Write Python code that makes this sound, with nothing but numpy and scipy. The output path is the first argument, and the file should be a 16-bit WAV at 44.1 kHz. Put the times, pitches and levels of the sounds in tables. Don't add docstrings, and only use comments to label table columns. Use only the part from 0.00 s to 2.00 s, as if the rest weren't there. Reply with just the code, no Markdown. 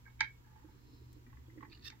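import sys
import numpy as np
from scipy import signal
from scipy.fft import rfft, irfft, next_fast_len
from scipy.io import wavfile
from scipy.ndimage import map_coordinates

SR = 44100
rng = np.random.default_rng(int(sys.argv[2]) if len(sys.argv) > 2 else 0)


def transcribe(signal):
    frames = np.atleast_2d(signal).T
    limited = np.clip(frames, -1, 1)
    pcm = np.round(limited * 32767).astype(np.int16)
    wavfile.write(sys.argv[1], SR, pcm)


def gain_from_decibels(decibels):
    exponent = np.asarray(decibels, float) / 20
    return 10 ** exponent


N = 88200

# pitch_hz, level_db, t60_s
STEEL_MODES = [(861, 0.5, 0.1), (1072, -14, 0.06), (1303, -19, 0.111), (1617, -2.5, 0.1), (1800, -9, .08),
               (2069, -8.5, 0.057), (2202, -1, 0.14), (2255, -1, 0.089), (2340, -13.5, 0.04),
               (2570, -16.5, 0.061), (3142, -7.5, 0.1493), (3545, -27.5, 0.11), (3764, -5.5, 0.0609),
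               (4510, -17, .06)]
FINGER_DAMPING = 0.57


def unit(x):
    return x / np.sqrt(np.mean(x ** 2) + 1e-20)


def along(points, hz):
    f, v = np.transpose(points)
    return np.interp(np.log(hz + 1), np.log(f + 1), v)


def level(rows):
    s, db = np.transpose(rows)
    return gain_from_decibels(np.interp(np.arange(N) / SR, s, db, left=-150, right=-150))


def wobble(rate):
    knots = rng.standard_normal(int(N * rate / SR) + 4)
    return map_coordinates(knots, [np.arange(N) * rate / SR])


def filtered(x, response):
    m = next_fast_len(N + SR // 2)
    return irfft(rfft(x, m) * response(np.fft.rfftfreq(m, 1 / SR)), m)[..., :N]


def body(peaks):
    def response(f):
        total = 0
        for k, (centre, width, db) in enumerate(peaks):
            loss = 1j * f * width
            total = total + (-1) ** k * gain_from_decibels(db) * loss / (centre * centre - f * f + loss)
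        return total
    return response


def pan(db):
    return gain_from_decibels(np.array([[db / 2], [-db / 2]]))


def lag(f):
    port_lag_s = 0.00007
    return np.exp(-1j * np.pi * f * port_lag_s * np.array([[1], [-1]]))


def add(out, s, sound):
    seg = out[..., round(s * SR):][..., :sound.shape[-1]]
    seg += sound[..., :seg.shape[-1]]


def burst(t60, size=2000):
    near = rng.standard_normal((3, size))
    return (near[0] + 0.63 * near[1:]) * gain_from_decibels(-60 * np.arange(size) / SR / t60)


def slips(rate, spread_db):
    hits = (rng.random(N) < rate / SR) * gain_from_decibels(spread_db * rng.exponential(size=N))
    sign = np.sign(rng.standard_normal((2, N)) + 2 * rng.standard_normal(N))
    return unit(hits * sign + 0.019 * rng.standard_normal((2, N)))


def ring(modes, centre_hz, octaves, attack_s, knock_t60, damp):
    # pitch_hz, level_db
    side_curve = [(850, -17), (1500, -6), (2300, -1), (4400, 0)]
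    lag_s, random_turn = 0.00041, 0.96
    pair_spread, sustain_db = 0.004, -19
    t = np.arange(SR // 3) / SR
    hz, db, t60 = np.transpose(np.repeat(modes, 2, axis=0))[..., None]
    turn = np.pi * hz * lag_s + random_turn * rng.standard_normal(hz.shape)
    hz = hz * (1 + pair_spread * rng.standard_normal(hz.shape))
    drive = np.exp(-(np.log2(hz / centre_hz) / octaves) ** 2)
    gain = gain_from_decibels(db + rng.normal(0, 1.12, hz.shape)) * drive
    decay = gain_from_decibels(-60 * t / knock_t60) + gain_from_decibels(sustain_db - 60 * t / (t60 * damp))
    fade = decay * (1 - np.exp(-(t / attack_s) ** 2))
    phase = 2 * rng.standard_normal(hz.shape)
    side = along(side_curve, hz) / 2
    both = np.array([
        np.sum(gain * gain_from_decibels(k * side) * fade * np.sin(2 * np.pi * hz * t + phase - k * turn), 0)
        for k in (1, -1)])
    return both / np.abs(both).max()


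def crack_colour(f):
    return lag(f) * body([(4200, 4000, 0)])(f) ** 2 / (1 + (f / 8000) ** 12)


def snap():
    # start_s, peak_db, pitch_hz, spread_octaves
    contacts = [
        (.2066, -16, 2210, 1.33),
        (0.2094, -14.5, 2140, 1.02),
        (.2165, -24.5, 1900, 0.68),
        (.2295, -33, 2300, 0.6),
        (0.2364, -36.5, 2190, 0.73),
        (0.239, -45, 2000, 0.5),
        (.2445, -34, 2290, .6),
        (0.25, -46.5, 1890, 0.55),
    ]
    lead_s, lead_db = 0.016, -20.5
    out, crack = np.zeros((2, 2, N))
    first_s, first_db = contacts[0][:2]
    slide = ring(STEEL_MODES, 2000, 1.0, lead_s, 0.12, FINGER_DAMPING)
    add(out, first_s - lead_s, gain_from_decibels(first_db + lead_db) * slide)
    for s, db, hz, octaves in contacts:
        add(out, s, gain_from_decibels(db) * ring(STEEL_MODES, hz, octaves, 0.0007, 0.029, 0.99))
        add(crack, s, octaves * gain_from_decibels(db - 8) * burst(0.0103))
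    return out + filtered(crack, crack_colour)


def clicks():
    # start_s, peak_db, pitch_hz
    contacts = [(0.054, -49, 1800), (0.063, -42, 1445), (0.074, -46, 1920), (0.078, -49, 1090),
                (.097, -61, 2900), (0.446, -61, 1490), (0.468, -55, 875), (.472, -58, 1600),
                (0.514, -57, 859), (.53, -54.5, 861), (0.559, -47.5, 861), (.561, -58.5, 1600),
                (0.589, -53, 861), (0.629, -54, 891), (.648, -63, 1650), (0.686, -52, 954),
                (.69, -63, 1650), (.71, -65.5, 1700)]
    out, contact_s = np.zeros((2, N)), 0.0032
    for s, db, hz in contacts:
        click = ring(STEEL_MODES, hz, 0.39, contact_s, 0.068, FINGER_DAMPING)
        add(out, s - contact_s / 2, gain_from_decibels(db - 3) * click)
    return out


def taps():
    # pitch_hz, level_db, t60_s
    laid_modes = [(859, 2.5, 0.1187), (1090, 4.5, 0.038), (1225, -2, 0.072), (1600, -18, 0.058),
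                  (1760, 4, 0.063), (1925, 6.5, 0.16), (2029, 6, 0.13), (2345, -6, 0.12)]
    # start_s, peak_db, pitch_hz, left_over_right_db
    contacts = [(1.265, -61.5, 1870, 9.5), (1.3, -62.5, 2040, 7), (1.328, -54.5, 1200, 3.5),
                (1.37, -56.5, 1570, 4.5), (1.498, -58, 2160, 15.5), (1.576, -60, 1760, 13),
                (1.583, -57.5, 1970, 7.5), (1.607, -50, 1350, 5), (1.627, -44.5, 1020, -7),
                (1.63, -51, 1760, 4), (1.648, -52, 860, 14), (1.651, -55.5, 1740, 3), (1.666, -65, 900, -3),
                (1.92, -55.5, 2130, 5), (1.927, -54.5, 850, 4)]
    out, grit = np.zeros((2, 2, N))
    contact_s = 0.00471
    for s, db, hz, side_db in contacts:
        tap = ring(laid_modes, hz, 0.6, contact_s, 0.032, 1)
        add(out, s - contact_s / 2, gain_from_decibels(db + 3.5) * pan(side_db - 4) * tap)
        add(grit, s, gain_from_decibels(db - 1) * burst(0.06))
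    return out + filtered(grit, lambda f: body([(1500, 2200, 0)])(f) ** 4)


def scrape():
    # time_s, level_db
    strokes = [
        [(1.695, -72), (1.716, -67), (1.728, -54), (1.746, -73), (1.752, -66), (1.771, -70), (1.778, -66),
         (1.79, -84), (1.82, -76)],
        [(1.82, -67.5), (1.842, -58), (1.848, -50.5), (1.857, -46), (1.868, -49), (1.874, -45.5), (1.884, -43),
         (1.889, -59), (1.93, -70.5)],
    ]
    # pitch_hz, width_hz, level_db
    resonances = [
        [(1217, 62, 1), (1800, 56, 4.5), (2570, 420, -4), (4300, 460, -12)],
        [(1220, 66, -7.5), (1799, 50, 2.5), (2666, 73, 1), (3625, 115, 3), (4670, 370, -3), (5470, 360, -3.5),
         (7700, 260, -24.5)],
    ]
    # start_s, peak_db
    stops = [
        (1.9014, -40.5),
    ]
    slips_per_s, air_levels_db = [380, 2900], [-40, -9.5]
    skid = 0
    for stroke, peaks, air_db, rate in zip(strokes, resonances, air_levels_db, slips_per_s):
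        grit = slips(rate, 1.2) * level(stroke)
        skid = skid + gain_from_decibels(10.5) * filtered(grit, body(peaks))
        skid = skid + gain_from_decibels(air_db) * filtered(grit, body([(12200, 6200, 0.015)]))
    knock, crack = np.zeros((2, 2, N))
    for s, db in stops:
        add(knock, s, gain_from_decibels(db) * ring(STEEL_MODES, 2000, 1.0, 0.00089, 0.0064, 0.78))
        add(crack, s, gain_from_decibels(db + 5.5) * burst(0.016))
    return filtered(skid, lag) * pan(-7) + knock + filtered(crack, crack_colour)


def stutter():
    # start_s, peak_db, squeak_hz, squeak_over_tick_db
    catches = [(1.698, -63, 2330, -9), (1.7035, -65, 2330, -12), (1.7075, -61, 2280, -18),
               (1.7125, -65, 2450, -8), (1.716, -57.5, 2520, -2), (1.722, -53, 2495, 3.5),
               (1.7243, -59.5, 2560, 5), (1.7276, -50, 2597, -1.5), (1.731, -58.5, 2600, -6),
               (1.7337, -64, 2680, -12), (1.7374, -55.5, 2860, -1), (1.7484, -52, 2890, -6),
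               (1.753, -61, 2830, -2), (1.758, -61, 2940, -10), (1.7739, -55, 1790, -6.5),
               (1.79, -73, 1750, -10), (1.7946, -62, 1890, -11), (1.8115, -60, 1970, -9),
               (1.823, -56.5, 1810, -14), (1.8275, -54, 1800, -15), (1.836, -55, 1810, -13),
               (1.8443, -49, 1820, -19), (1.8475, -58, 2660, -8), (1.864, -49, 2700, -12)]
    # pitch_hz, level_db
    tip_modes = [(3700, -1.5), (4050, -4), (4420, 2.5), (4950, -9.5), (5400, -22)]
    tick_t60, squeak_t60, attack_s = 0.018, 0.026, 0.00089
    out, t = np.zeros((2, N)), np.arange(SR // 20) / SR
    hz, db = np.transpose(tip_modes)[..., None]
    for s, peak_db, squeak_hz, squeak_db in catches:
        detune, phase, uneven, side = rng.standard_normal((4, len(tip_modes), 1))
        turn = 2 * np.pi * hz * (1 + 0.013 * detune) * t + 3 * phase
        gain = gain_from_decibels(db + 2.2 * uneven)
        tick = np.array([np.sum(gain * np.sin(turn + k * 0.68 * side), 0) for k in (1, -1)])
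        tick = tick * gain_from_decibels(-60 * t / tick_t60 - 3)
        squeak = gain_from_decibels(squeak_db - 60 * t / squeak_t60) * np.sin(2 * np.pi * squeak_hz * t + 3 * phase[0])
        add(out, s, gain_from_decibels(peak_db + 3) * (tick + squeak) * (1 - np.exp(-t / attack_s)))
    return out * pan(-1.9)


def sing():
    # start_s, rise_s, t60_s, peak_db, pitch_hz
    notes_sung = [
        (.255, 0.013, 0.19, -43, 2281),
        (1.46, .006, 0.074, -66, 3360),
        (1.844, .004, 0.052, -60, 7700),
        (1.868, 0.018, 0.029, -14, 3613),
    ]
    sag = 0.17
    out, t = np.zeros(N), np.arange(SR // 4) / SR
    for s, rise, t60, db, hz in notes_sung:
        tone = np.sin(2 * np.pi * hz * (t - sag * t * t))
        add(out, s, gain_from_decibels(db - 60 * t / t60) * (1 - np.exp(-(t / rise) ** 2)) * tone)
    return filtered(out, lag) * pan(-1)


def handle_rub():
    # time_s, level_db
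    rubbing = [(.44, -81), (.47, -78), (.7, -76.5), (.8, -88)]
    # pitch_hz, width_hz, level_db
    steel_peaks = [(1185, 85, -1.5), (1682, 94, -1.5), (1890, 54, -7)]
    return unit(filtered(slips(900, 2.8), body(steel_peaks))) * level(rubbing) * gain_from_decibels(2.94 * wobble(35.4))


def thread():
    # time_s, level_db
    sliding = [(.68, -85), (.75, -83.5), (.86, -77.5), (.95, -73), (1.05, -80.5), (1.14, -79.5),
               (1.18, -86)]
    # pitch_hz, width_hz, level_db
    resonances = [(4100, 210, -2), (5207, 197, -5)]
    # start_s, peak_db
    ticks = [
        (1.1292, -58.5),
    ]
    rustle = unit(filtered(slips(1600, 1.6), body(resonances))) * level(sliding) * gain_from_decibels(0.8 * wobble(41.3))
    tick = np.zeros((2, N))
    for s, db in ticks:
        add(tick, s, gain_from_decibels(db + 3.5) * burst(0.03))
    return rustle + filtered(tick, body([(11140, 16400, 0)]))


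def board():
    # start_s, peak_db, pitch_hz
    thuds = [(0.208, -53.5, 292.7), (0.642, -47.5, 309), (0.686, -58.5, 315), (0.928, -53, 285.6),
             (1.075, -62.5, 297), (1.165, -52, 296.4), (1.27, -51.5, 251.5), (1.381, -54, 246),
             (1.479, -52, 320), (1.528, -56.5, 324), (1.556, -51.5, 315), (1.572, -43.5, 315),
             (1.628, -46, 298), (1.677, -51, 285)]
    # time_s, level_db
    pressure = [(0, -81), (.6, -75), (.85, -65.5), (1.2, -65), (1.45, -75.5), (1.6, -54), (1.75, -64.5),
                (2, -70.5)]
    # pitch_hz, width_hz, level_db
    resonances = [(230, 65, 5), (315, 35, 4), (356.6, 24, 2), (453, 53, -3.5)]
    thud_t60, overtone_t60, overtone_ratio, overtone_db = 0.097, 0.1, 1.62, -9.5
    out, t = np.zeros(N), np.arange(SR // 5) / SR
    for s, db, hz in thuds:
        overtone = np.sin(2 * np.pi * hz * overtone_ratio * t) * gain_from_decibels(overtone_db - 60 * t / overtone_t60)
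        tone = np.sin(2 * np.pi * hz * t) + overtone
        add(out, s, gain_from_decibels(db - 60 * t / thud_t60) * (1 - np.exp(-t / 0.0044)) * tone)
    near = rng.standard_normal((3, N))
    creep = filtered(near[0] + 0.5 * near[1:], body(resonances))
    creep = unit(filtered(creep, body([(320, 122, 0)])))
    creep = creep * level(pressure) * gain_from_decibels(2.5 * wobble(22.34) - 3.5)
    return (out + creep) * pan(-9)


def noise(spectrum, alike):
    turn = np.arccos(np.clip(alike, -1, 1)) / 2
    both = filtered(rng.standard_normal((2, N)), lambda hz: gain_from_decibels(along(spectrum, hz)))
    mid, side = both * [[np.cos(turn)], [np.sin(turn)]]
    return unit(np.array([mid + side, mid - side]))


def fan():
    return gain_from_decibels(-63.5) * unit(filtered(rng.standard_normal(N), lambda f: body([(67.4, 17, 0)])(f) ** 2))


def mains_hum():
    # multiple, level_db, left_over_right_db
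    partials = [(1, -59.5, -0.5), (2, -77, 10.5), (3, -90, -26), (8, -85, 13)]
    t, out = np.arange(N) / SR, 0
    for k, db, side_db in partials:
        tone = np.sin(2 * np.pi * k * 120 * t + k + 0.24 * wobble(7.13))
        out = out + gain_from_decibels(db + 0.5 + 1.5 * wobble(7.4)) * pan(side_db) * tone
    return out


def room_air():
    # pitch_hz, level_db
    rumble = [(12, -27), (20, -1.5), (123, -3), (153, -9), (195, -12.5), (308, -17.5), (500, -54),
              (650, -65), (1100, -120)]
    air = [(260, -28.5), (450, 0), (599, -11.5), (955, -5), (1060, -7), (2830, -13), (4050, -15.5),
           (7800, -18), (10100, -86), (17200, -120)]
    hiss = [(6500, -14), (7400, -2), (8000, -11), (8700, -13), (9400, -9.5), (10300, -7.5), (12000, -3),
            (15500, 0)]
    out = gain_from_decibels(-63) * noise(rumble, 0.58)
    out = out + gain_from_decibels(-71.5 + 0.3 * wobble(17)) * noise(air, -0.32) * pan(-2.7)
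    return out + gain_from_decibels(-76) * noise(hiss, 0) * pan(-3)


def walls(x):
    # pitch_hz, t60_s
    decay = [(300, 0.065), (2200, 0.19), (5000, 0.16), (8000, 0.147)]
    hz, t, z = signal.stft(rng.standard_normal((2, SR // 3)), SR, nperseg=256)
    tail = signal.istft(z * gain_from_decibels(-60 * t / along(decay, hz)[:, None]), SR, nperseg=256)[1]
    late = np.pad(x, ((0, 0), (200, 0)))
    return signal.fftconvolve(late, tail / np.linalg.norm(tail[0]), axes=1)[:, :N]


def scene():
    # pitch_hz, level_db
    mic = [(6500, -1), (7800, -1.5), (8900, -6), (10500, -12), (13000, -5.5)]
    near = snap() + clicks() + taps() + scrape() + stutter() + sing() + handle_rub() + thread()
    wet = filtered(walls(near), lambda hz: 1 / (1 + (hz / 5000) ** 2))
    near = filtered(near + gain_from_decibels(-8) * wet, lambda hz: gain_from_decibels(along(mic, hz)) / (1 + (720 / (hz + 1)) ** 8))
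    return near + board() + fan() + mains_hum() + room_air()


def band_limit(x):
    return signal.sosfilt(signal.butter(12, 15980, fs=SR, output="sos"), x)


def record(dry):
    mix = filtered(dry, lambda hz: hz < 15810)
    return band_limit(mix)


dry = scene()
out = record(dry)
transcribe(out)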